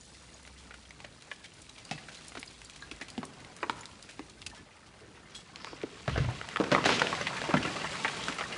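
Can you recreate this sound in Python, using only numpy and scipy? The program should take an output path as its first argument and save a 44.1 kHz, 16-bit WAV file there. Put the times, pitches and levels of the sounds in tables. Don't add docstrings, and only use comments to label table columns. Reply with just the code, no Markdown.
import sys
import numpy as np
from scipy import signal
from scipy.fft import rfft, irfft, next_fast_len
from scipy.io import wavfile

SR = 44100
rng = np.random.default_rng(int(sys.argv[2]) if len(sys.argv) > 2 else 0)


def file_out(sig):
    cols = np.atleast_2d(sig).T
    lim = np.clip(cols, -1, 1)
    pcm = np.round(lim * 32767).astype(np.int16)
    wavfile.write(sys.argv[1], SR, pcm)


N = 377937


def from_db(db):
    return 10 ** (np.asarray(db) / 20)


def unit_rms(x):
    return x / np.sqrt(np.mean(x ** 2) + 1e-20)


def unit_blow(x):
    return x / np.sqrt(np.sum(x ** 2) / (SR / 100) + 1e-20)


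def curves(rows):
    times, *columns = np.transpose(rows)
    return [np.interp(np.arange(N) / SR, times, column) for column in columns]


def band(x, low_hz, high_hz, order=2):
    low = np.clip(low_hz, 15, .3 * SR)
    high = np.clip(high_hz, 1.1 * low, .45 * SR)
    return signal.lfilter(*signal.butter(order, [low, high], "band", fs=SR), x + 1e-18)


def ring(x, hz, t60):
    decay = from_db(-60 / (t60 * SR))
    angle = 2 * np.pi * min(hz, .45 * SR) / SR
    return signal.lfilter([0, np.sin(angle)], [1, -2 * decay * np.cos(angle), decay ** 2], x + 1e-18)


def colour_gain(colour, hz):
    knots_hz, db = np.transpose(colour)
    return from_db(np.interp(np.log(np.maximum(hz, 1)), np.log(knots_hz), db))


def noise(colour):
    size = next_fast_len(N)
    gain = colour_gain(colour, np.fft.rfftfreq(size, 1 / SR))
    return unit_rms(irfft(rfft(rng.standard_normal(size)) * gain, size)[:N])


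def drift(per_s):
    knots = rng.standard_normal(2000)
    return unit_rms(np.interp(np.arange(N) / SR * per_s, np.arange(len(knots)), knots))


def add(out, start, sound):
    i = max(round(start * SR), 0)
    out[i:i + len(sound)] += sound[:N - i]


def crumble(t60, per_s, first, size=6000):
    t = np.arange(size) / SR
    fractures = rng.standard_normal(size) * (rng.random(size) < per_s / SR) * from_db(-60 * t / t60)
    force = fractures / np.sqrt(np.sum(fractures ** 2) + 1e-12)
    force[0] += first
    return force


def grains(colour, per_s, size_db, cycles, low_hz, high_hz, pitches):
    hits = np.flatnonzero(rng.random(N) < per_s * from_db(3.5 * drift(25)) / SR)
    sizes = from_db(size_db * np.minimum(rng.exponential(1, N), 4))
    kicks = sizes * rng.choice([-1, 1], N) / np.sqrt(per_s)
    modes = rng.integers(0, pitches, (3, N))
    out = np.zeros(N)
    for k, hz in enumerate(np.geomspace(low_hz, high_hz, pitches)):
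        struck = hits[(modes[:, hits] == k).any(axis=0)]
        clicks = np.zeros(N)
        clicks[struck] = kicks[struck]
        ringing = unit_rms(np.diff(ring(clicks, hz, cycles / hz), prepend=0))
        out += colour_gain(colour, hz) * np.sqrt(hz) * ringing * (-1) ** k
    return unit_rms(out)


# time in seconds, gravel and sand levels in relative dB.
SLIDE_LEVELS = [(0, -59.5, -60), (1.7, -59, -56.5), (2.0, -54, -52.5), (2.6, -60, -52.5),
                (2.85, -57, -55.5), (3.7, -52.5, -58.5), (4.4, -60, -59), (5.1, -58, -67),
                (5.48, -56.5, -56.5), (5.62, -50.5, -54), (6.03, -53.5, -51), (6.5, -47.5, -47),
                (7.2, -40, -40), (7.7, -40.5, -41.5), (8.26, -42.5, -39), (8.57, -43, -46.5)]
# frequency in Hz, relative level in dB.
GRAVEL_SPECTRUM = [(200, -4), (400, 8.5), (560, 6.5), (850, 3), (1300, 4.5), (2300, 0.5), (3500, -5),
                   (6000, -9.5), (11000, -40)]
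SAND_SPECTRUM = [(1500, -0.5), (2800, -1), (4300, -3.5), (6200, -11), (7800, -9), (11000, -31)]
RUBBLE_SPECTRUM = [(40, -25), (80, -2.5), (160, 5.5), (300, -0.5), (500, -28), (1000, -58)]


def slide():
    gravel_db, sand_db = slide_levels()
    per_s = 400 * from_db(.7 * (gravel_db - gravel_db.min()))
    gravel = grains(GRAVEL_SPECTRUM, per_s, size_db=1, cycles=22.5, low_hz=340.6, high_hz=6100,
                    pitches=20)
    sand = grains(SAND_SPECTRUM, per_s, size_db=2.5, cycles=26, low_hz=2337, high_hz=10380, pitches=10)
    gravel = unit_rms(gravel + .5 * noise(GRAVEL_SPECTRUM))
    sand = unit_rms(sand + .81 * noise(SAND_SPECTRUM))
    rubble = from_db(.95 * gravel_db - 9.5) * noise(RUBBLE_SPECTRUM)
    return from_db(gravel_db - 2.5) * gravel + from_db(sand_db - 4.5) * sand + rubble


def slide_levels():
    gravel_db, sand_db = curves(SLIDE_LEVELS)
    rush_power = sum((from_db(db) * rush(start, hold)) ** 2 for start, db, _, hold in GRAVEL_RUSHES)
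    return 10 * np.log10(from_db(gravel_db) ** 2 + rush_power), sand_db


# time in seconds, level in relative dB.
GRIT_LEVELS = [(0, -63), (1.2, -67.5), (2.1, -62.5), (3.0, -65.5), (4.4, -66.5), (4.8, -71), (5.8, -71),
               (6.9, -64), (8.57, -59.5)]
# frequency in Hz, relative level in dB.
GRIT_SPECTRUM = [(2000, -14), (4000, 7), (7500, 2.5), (10000, 2), (13000, -52)]


def trickle():
    grit_db, = curves(GRIT_LEVELS)
    patter = grains(GRIT_SPECTRUM, 900, size_db=2.5, cycles=55, low_hz=3030, high_hz=11300, pitches=9)
    return from_db(grit_db + 2.5) * unit_rms(patter + noise(GRIT_SPECTRUM))


# time in seconds, pitch in Hz, level in dB.
LOW_HUM = [(0, 66.7, -71), (.6, 64.5, -57.5), (.95, 63.4, -60), (1.2, 62, -73), (2.5, 59, -67),
           (2.9, 58.7, -61), (3.3, 58, -80.5)]
# frequency in Hz, relative level in dB.
WIND_SPECTRUM = [(25, -19), (45, 2.5), (70, 0.5), (110, 0), (180, -3), (300, -5), (600, -18.5), (2000, -24),
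                 (10000, -42)]


def wind_and_hum(wind_db=-60, gust_db=3):
    hum_hz, hum_db = curves(LOW_HUM)
    hum_gain = from_db(hum_db + 2 * drift(7.3))
    phase = 2 * np.pi * np.cumsum(hum_hz + 2 * drift(10)) / SR
    wind = from_db(wind_db + gust_db * drift(18)) * noise(WIND_SPECTRUM)
    return wind + hum_gain * unit_rms(np.sin(phase))


# start in seconds, level in dB, pitch in Hz, share of ring against tick from 0 to 1.
FLAKE_TICKS = [(1.457, -51, 3240, .4), (1.618, -50.5, 7800, 0.1), (1.694, -48.5, 4040, 0.4),
               (1.851, -50, 4800, 0.2), (1.892, -53, 2880, .5), (2.147, -48, 3900, .3),
               (2.282, -46, 7250, 0.06), (2.395, -47.5, 7000, .2), (2.461, -54, 7600, 0.2),
               (2.477, -48.5, 4920, .8), (2.647, -50, 7640, 0.4), (3.102, -47.5, 4800, 0.3),
               (3.252, -45.5, 8600, .2), (3.565, -50.5, 7040, 0.17), (3.809, -48, 7030, 0.6),
               (4.026, -48.5, 4950, .2), (4.297, -52, 4400, .3), (5.816, -49, 2720, .3),
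               (7.214, -43, 6040, 0.76)]


def flakes(faint_per_s=14, faint_hz=4800, spread=1.74):
    out = np.zeros(N)
    grit_db, = curves(GRIT_LEVELS)
    faint = []
    for i in np.flatnonzero(rng.random(N) < faint_per_s / SR):
        level_db = grit_db[i] + rng.uniform(-1.5, 10.6)
        hz = faint_hz * 2 ** (.7 * rng.uniform(-.97, 1))
        faint.append((i / SR, level_db, hz, rng.random()))
    for start, level_db, hz, share in list(FLAKE_TICKS) + faint:
        force = crumble(.027, per_s=1600, first=.61)
        tick = unit_blow(band(force, hz / spread, hz * spread))
        ringing = unit_blow(ring(force, hz, t60=.022))
        add(out, start, from_db(level_db) * unit_blow((1 - share) * tick + share * ringing))
    return out


def stone_modes(force, main_hz, second_hz, cycles):
    third_hz = max(main_hz, second_hz) * rng.uniform(1.2, 1.8)
    modes = ((1, main_hz), (-.74, second_hz), (.21, third_hz))
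    return unit_blow(sum(share * unit_blow(ring(force, hz, cycles / hz)) for share, hz in modes))


SECOND_MODE_RATIO = 1.378


def pebbles(typical_hz=1250, octaves=.699, uneven_db=3, tries=800):
    out = np.zeros(N)
    gravel_db, _ = slide_levels()
    activity = np.clip(from_db(.55 * (gravel_db + 41)), 0, 1)
    moments, chances = rng.integers(0, N, tries), rng.random(tries)
    for i, chance, size, pitch in zip(moments, chances, *rng.normal(0, 1, (2, tries))):
        if chance < activity[i]:
            hz = typical_hz * 2 ** (octaves * min(pitch, 1))
            force = crumble(.043, per_s=1100, first=.6, size=2000)
            clink = stone_modes(force, hz, hz * SECOND_MODE_RATIO, cycles=52)
            level_db = min(gravel_db[i], -40) - 3.5 + uneven_db * min(size, 1.6)
            add(out, i / SR, from_db(level_db) * clink)
    return out


def skipping_stones(peak_per_s=8, typical_hz=2300, octaves=.6, uneven_db=4):
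    grit_db, = curves(GRIT_LEVELS)
    per_s = peak_per_s * from_db(.92 * (grit_db - grit_db.max()))
    moments = np.flatnonzero(rng.random(N) < per_s / SR)
    draws = np.clip(rng.normal(0, 1, (300, 4)), -2, 2)
    rows = []
    for i, (size, pitch, chipping, softness) in zip(moments, draws):
        hz = typical_hz * 2 ** (octaves * pitch)
        level_db = grit_db[i] + 9 + uneven_db * size
        chips_db = grit_db[i] + 6 + uneven_db * chipping
        rows.append((i / SR, level_db, hz, hz * SECOND_MODE_RATIO, chips_db, .13 * 2 ** softness))
    return rows


# start in seconds, level in dB,
# main and second mode in Hz, level of the chips in relative dB, crumbling t60 in seconds.
STONE_HITS = [(0.4508, -53, 2040, 2900, -71, 0.018), (0.4755, -53, 1510, 2100, -58, 0.016),
              (0.7077, -46, 1450, 1970, -67, 0.055), (.741, -48, 1400, 2200, -59, 0.033),
              (.907, -47, 2300, 1940, -61, 0.013), (1.0027, -52, 800, 2300, -58, 0.022),
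              (1.0451, -46, 590, 1980, -50.5, 0.011), (1.314, -36.5, 1670, 2350, -66.5, 0.052),
              (1.4437, -47.5, 2340, 1640, -55, 0.065), (1.978, -44.5, 1800, 2500, -63, 0.088),
              (2.084, -44.5, 1520, 1980, -56, 0.087), (2.32, -51, 1380, 2000, -68, 0.024),
              (2.3521, -43.5, 790, 1370, -55, 0.045), (2.429, -41, 2220, 3000, -61, 0.028),
              (2.617, -49, 2130, 2900, -60, 0.017), (2.698, -57, 2380, 3350, -53, .04),
              (3.083, -48.5, 2400, 3200, -55, 0.064), (3.447, -49, 2100, 3100, -64, 0.026),
              (3.833, -50, 2300, 1600, -66, .025), (3.856, -44.5, 3800, 4640, -57, .023),
              (3.913, -56, 2700, 3100, -71, 0.026), (4.09, -47.5, 2650, 1480, -55, 0.15),
              (4.418, -49, 3900, 2650, -55, 0.008), (4.425, -49.5, 3350, 2090, -69, .02),
              (4.4639, -47, 2800, 1980, -43.5, 0.021), (4.524, -49, 970, 636, -65, 0.15),
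              (4.548, -54, 1470, 2000, -54.5, 0.13), (5.348, -46.5, 4040, 3400, -49.5, 0.13),
              (5.559, -44, 4400, 2200, -68, 0.0088), (5.6457, -42, 1420, 905, -47, 0.0074),
              (5.6685, -41.5, 1060, 1500, -57.5, 0.11), (5.832, -46, 2050, 2900, -66, .015),
              (6.096, -40, 1190, 2440, -59.5, 0.017), (6.1594, -32, 705, 1410, -55.5, 0.037),
              (6.4133, -37, 1430, 2000, -63, 0.011), (6.4881, -41, 1950, 2890, -52, 0.0029),
              (6.56, -29, 1260, 1880, -56, 0.023), (6.57, -31, 1910, 1290, -50.5, 0.015),
              (6.639, -36, 496, 1110, -43, 0.031), (6.729, -28, 593, 1290, -46, 0.018),
              (6.763, -27, 1300, 650, -53, .012), (6.7794, -26, 1230, 884, -55, 0.049),
              (6.842, -30.5, 1300, 3060, -61, 0.013), (6.852, -38, 4400, 3200, -58, .008),
              (6.864, -29.5, 1480, 1960, -50, 0.016), (6.902, -30.5, 895, 1800, -43, .025),
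              (6.923, -30, 484, 1500, -37, 0.024), (6.9953, -28.5, 2640, 3440, -53, 0.031),
              (7.07, -30.5, 2830, 1500, -60.5, 0.022), (7.1277, -28.5, 1100, 840, -49, 0.032),
              (7.151, -37, 2250, 3780, -61, 0.019), (7.2108, -33.5, 600, 1180, -46, 0.042),
              (7.2691, -28, 2000, 2800, -48, 0.057), (7.367, -38.5, 2390, 3130, -51.5, .04),
              (7.4167, -35, 535, 1750, -43, 0.015), (7.4388, -38.5, 645, 980, -67, .013),
              (7.507, -34, 1300, 720, -58, 0.027), (7.567, -28.5, 1740, 2100, -52, 0.054),
              (7.627, -35.5, 2750, 3170, -60, 0.066), (7.7628, -35.5, 1210, 2840, -60, 0.05),
              (7.843, -32.5, 1050, 1700, -59, 0.046), (7.955, -38.5, 1320, 2200, -55, 0.013),
              (8.0468, -24, 1900, 857, -60.5, 0.057), (8.0795, -31, 2280, 1390, -54, 0.066),
              (8.238, -43, 3400, 4870, -63, 0.033), (8.323, -37.5, 2070, 2980, -59, 0.03),
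              (8.3848, -35, 1300, 2300, -47, 0.077), (8.409, -31, 1290, 2090, -61, 0.055),
              (8.5242, -40, 2870, 1710, -53, 0.074)]


def clacks(spread=1.71):
    out = np.zeros(N)
    contacts = list(STONE_HITS) + block_contacts() + skipping_stones()
    for start, level_db, main_hz, second_hz, chips_db, t60 in contacts:
        hz = np.sqrt(main_hz * second_hz)
        force = crumble(t60, per_s=5000, first=.027)
        tap = signal.unit_impulse(len(force))
        hardness = min(.013 / t60, 1)
        crack = unit_blow(band(tap, hz / spread, hz * spread, order=3))
        crunch = unit_blow(band(force, hz / spread, hz * spread))
        ledge = unit_blow(band(force, hz / 4, hz / spread))
        ringing = stone_modes(force + 1.54 * hardness * tap, main_hz, second_hz, cycles=14)
        clack = unit_blow(.35 * hardness * crack + crunch + .81 * ledge + 2.46 * ringing)
        top_hz = 2.3 * max(main_hz, second_hz)
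        clack = unit_blow(band(clack, 90, top_hz, order=3))
        chip_hz = np.clip(3.56 * hz, 3200, 7200)
        chipping = crumble(t60 * 1.74, per_s=1500, first=.29)
        chips = band(chipping, chip_hz / 3.2, chip_hz * .93, order=1)
        chips = unit_blow(band(chips, 900, chip_hz * 1.64))
        add(out, start, from_db(level_db) * clack + from_db(chips_db + 5) * chips)
    return out


def cliff_echo(x, near_db=-12, near_t60=.21, far_db=-16, far_rise_s=.095, far_t60=.43):
    t = np.arange(SR) / SR
    reflections = rng.standard_normal(SR) * (rng.random(SR) < .03) * (t > .004)
    near = unit_rms(reflections * from_db(-60 * t / near_t60))
    wash = rng.standard_normal(SR) * np.minimum(t / far_rise_s, 1) ** 3
    far = band(unit_rms(wash * from_db(-60 * t / far_t60)), 56, 2000, order=1)
    response = from_db(near_db) * near + from_db(far_db) * far
    return signal.fftconvolve(x, response / np.sqrt(SR))[:N]


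# start in seconds, level in dB, pitch in Hz, t60 in seconds.
PLATE_MODES = [(1.317, -48, 1740, 0.13), (1.851, -54, 4780, .25), (1.913, -43, 2620, 0.18),
               (1.912, -58, 4700, 0.36), (2.822, -45.5, 1150, 0.082), (2.825, -35, 1633, 0.062),
               (2.823, -35, 4020, 0.024), (4.4642, -36.5, 2610, 0.049), (4.4635, -41, 4730, 0.033),
               (4.515, -48, 1780, .1), (4.575, -46, 1735, 0.15), (5.348, -45, 3330, 0.16),
               (5.358, -50.5, 4150, 0.086), (5.362, -55, 6901, .13), (5.362, -50, 7770, 0.13),
               (8.439, -30.5, 1840, 0.055), (8.525, -38, 2850, 0.12)]


def plates(rattle=.43):
    out = np.zeros(N)
    for start, level_db, hz, t60 in PLATE_MODES:
        rattling = rattle * crumble(.06, per_s=900, first=0, size=SR // 2)
        force = (signal.unit_impulse(len(rattling)) + rattling) / np.sqrt(1 + rattle ** 2)
        add(out, start, from_db(level_db) * ring(force, hz, t60))
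    return out


# start and length in seconds, level in dB, rasp pitch in Hz.
BLOCK_DRAGS = [(1.795, 0.33, -67, 4650), (5.52, 0.29, -59.5, 4930), (6.11, 0.084, -53, 2940),
               (8.2, .07, -47.5, 3460)]


def scrapes(slips_per_s=300, uneven_db=1, spread=1.104):
    out = np.zeros(N)
    for start, length, level_db, hz in BLOCK_DRAGS:
        size = int(length * SR)
        slips = (rng.random(SR) < slips_per_s / SR) * from_db(uneven_db * rng.standard_normal(SR))
        rasp = band(slips[:size], hz / spread, hz * spread)
        add(out, start, from_db(level_db) * unit_rms(rasp * np.sqrt(np.hanning(size))))
    return out


# the six columns of STONE_HITS for
# the clack, then the thud's level in dB, pitch in Hz and t60 in seconds.
BLOCK_LANDINGS = [(1.9117, -35, 770, 2190, -41, 0.054, -35, 153, 0.21),
                  (2.371, -42.5, 1497, 696, -48.5, 0.024, -41.5, 275, 0.12),
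                  (2.913, -40, 2410, 3320, -55, 0.038, -44.5, 284, 0.091),
                  (3.012, -37.5, 1880, 2380, -51.5, 0.066, -45, 225, .15),
                  (3.1787, -39.5, 760, 3000, -55.5, 0.015, -30, 183, .13),
                  (3.23, -38, 1090, 690, -52, 0.029, -40.5, 300, 0.13),
                  (3.6292, -29, 1030, 1550, -51.5, 0.042, -35.5, 370, 0.18),
                  (3.6964, -26, 950, 1340, -42, 0.011, -38.5, 326, 0.098),
                  (4.1933, -42.5, 1260, 790, -52, 0.011, -38, 250, 0.11),
                  (5.015, -53, 420, 594, -72, 0.11, -51, 382, 0.24),
                  (5.7311, -47, 533, 1110, -68, 0.008, -42, 400, .03),
                  (5.8354, -46, 400, 840, -60, 0.02, -30, 308, 0.069),
                  (6.078, -29, 615, 1240, -42.5, 0.035, -26.5, 115, 0.33),
                  (6.177, -29.5, 496, 1470, -42, 0.055, -21.5, 104, 0.38),
                  (6.243, -44, 605, 1300, -64, .05, -26.5, 83.4, 0.28),
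                  (6.2846, -36, 710, 1020, -52, 0.16, -31.5, 100, 0.13),
                  (6.6, -25, 510, 890, -43, 0.082, -24, 265, .18),
                  (6.7167, -21.5, 586, 1110, -30.5, 0.082, -25.5, 166, .18),
                  (6.7485, -20.5, 1270, 1970, -53, .02, -27, 342, 0.15),
                  (6.857, -23.5, 730, 1950, -33, 0.028, -32.5, 284, 0.16),
                  (6.8907, -24, 1110, 1700, -39.5, 0.057, -26, 350, 0.24),
                  (7.018, -20, 555, 1480, -34, 0.0055, -23.5, 470, .08),
                  (7.4897, -32, 550, 1110, -46, 0.17, -29, 284, .025),
                  (7.5394, -21.5, 1340, 586, -40, 0.041, -20, 186, 0.11),
                  (7.6509, -31.5, 1410, 2420, -49, 0.072, -33.5, 316, .06),
                  (7.6751, -39, 1480, 2100, -51, 0.035, -32, 214, 0.36),
                  (8.283, -31.5, 1504, 1270, -42, 0.029, -36, 204, 0.15)]


def thuds(spread=1.38):
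    out = np.zeros(N)
    for start, *_, level_db, hz, t60 in BLOCK_LANDINGS:
        force = crumble(t60, per_s=1700, first=0, size=16000)
        tap = signal.unit_impulse(len(force))
        push = unit_blow(band(tap, 1.1 * hz / spread, 1.1 * hz * spread))
        settling = unit_blow(band(force, hz / spread, hz * spread))
        ground = unit_blow(band(force, hz / 2 / spread, hz / 2 * spread))
        add(out, start, from_db(level_db) * unit_blow(push + 1.75 * settling + .25 * ground))
    return out


def block_contacts(tip_ratio=.8):
    landings = [block[:6] for block in BLOCK_LANDINGS]
    tips = []
    for start, level_db, main_hz, second_hz, chips_db, t60 in landings:
        if level_db > -34.5 and t60 > .021:
            tip_s = start + .009 * rng.uniform(.74, 1.4)
            modes_hz = main_hz * tip_ratio, second_hz * tip_ratio
            tips.append((tip_s, level_db - 10, *modes_hz, chips_db - 20, t60))
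    return landings + tips


# start in seconds, gravel level in relative dB,
# spray level in dB, hold in seconds.
GRAVEL_RUSHES = [(6.07, -45.5, -50.5, 0.14), (6.703, -36.5, -47, 0.03), (6.843, -31, -35.5, 0.09)]
# frequency in Hz, relative level in dB.
SPRAY_SPECTRUM = [(1000, -9), (2200, 2.5), (3300, 3), (5000, -4), (6800, -10.5), (10000, -39)]


def spray():
    chips = grains(SPRAY_SPECTRUM, 5000, size_db=3, cycles=37, low_hz=2000, high_hz=7360, pitches=10)
    gain = sum(from_db(db) * rush(start, hold) for start, _, db, hold in GRAVEL_RUSHES)
    return gain * unit_rms(chips + .66 * noise(SPRAY_SPECTRUM))


def rush(start, hold, attack_s=.014, fall_db_per_s=64):
    t = np.arange(N) / SR - start
    return np.clip(t / attack_s, 0, 1) * from_db(-fall_db_per_s * np.maximum(t - attack_s - hold, 0))


# time in seconds, level in dB.
BUFFET_LEVELS = [(6.07, -78), (6.09, -40), (6.19, -34), (6.32, -50), (6.38, -78)]
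# frequency in Hz, relative level in dB.
BUFFET_SPECTRUM = [(25, -13), (60, 8), (100, -3), (170, -29), (400, -70)]


def buffet():
    level_db, = curves(BUFFET_LEVELS)
    return from_db(level_db) * noise(BUFFET_SPECTRUM)


def rolls(above_db=-26, loss_db=7, delay_s=.02, pitch_ratio=.87, spread=2.1):
    out = np.zeros(N)
    for start, *_, thud_db, thud_hz, _ in BLOCK_LANDINGS:
        force = crumble(.53, per_s=1600, first=0, size=24000)
        if thud_db > above_db:
            hz = pitch_ratio * thud_hz
            rumble = unit_blow(band(force, hz / spread, hz * spread))
            add(out, start + delay_s, from_db(thud_db - loss_db) * rumble)
    return out


def scene():
    blows = clacks() + flakes() + thuds() + rolls() + plates() + pebbles() + scrapes()
    return (blows + cliff_echo(blows) + slide() + spray() + trickle() + wind_and_hum() + buffet())[None]


def record(dry, bass_cut_hz=42, top_cut_hz=10600):
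    thin = signal.sosfilt(signal.butter(3, bass_cut_hz, "high", fs=SR, output="sos"), dry)
    return signal.sosfilt(signal.ellip(10, .3, 70, top_cut_hz, fs=SR, output="sos"), thin)


dry = scene()
out = record(dry)
file_out(out)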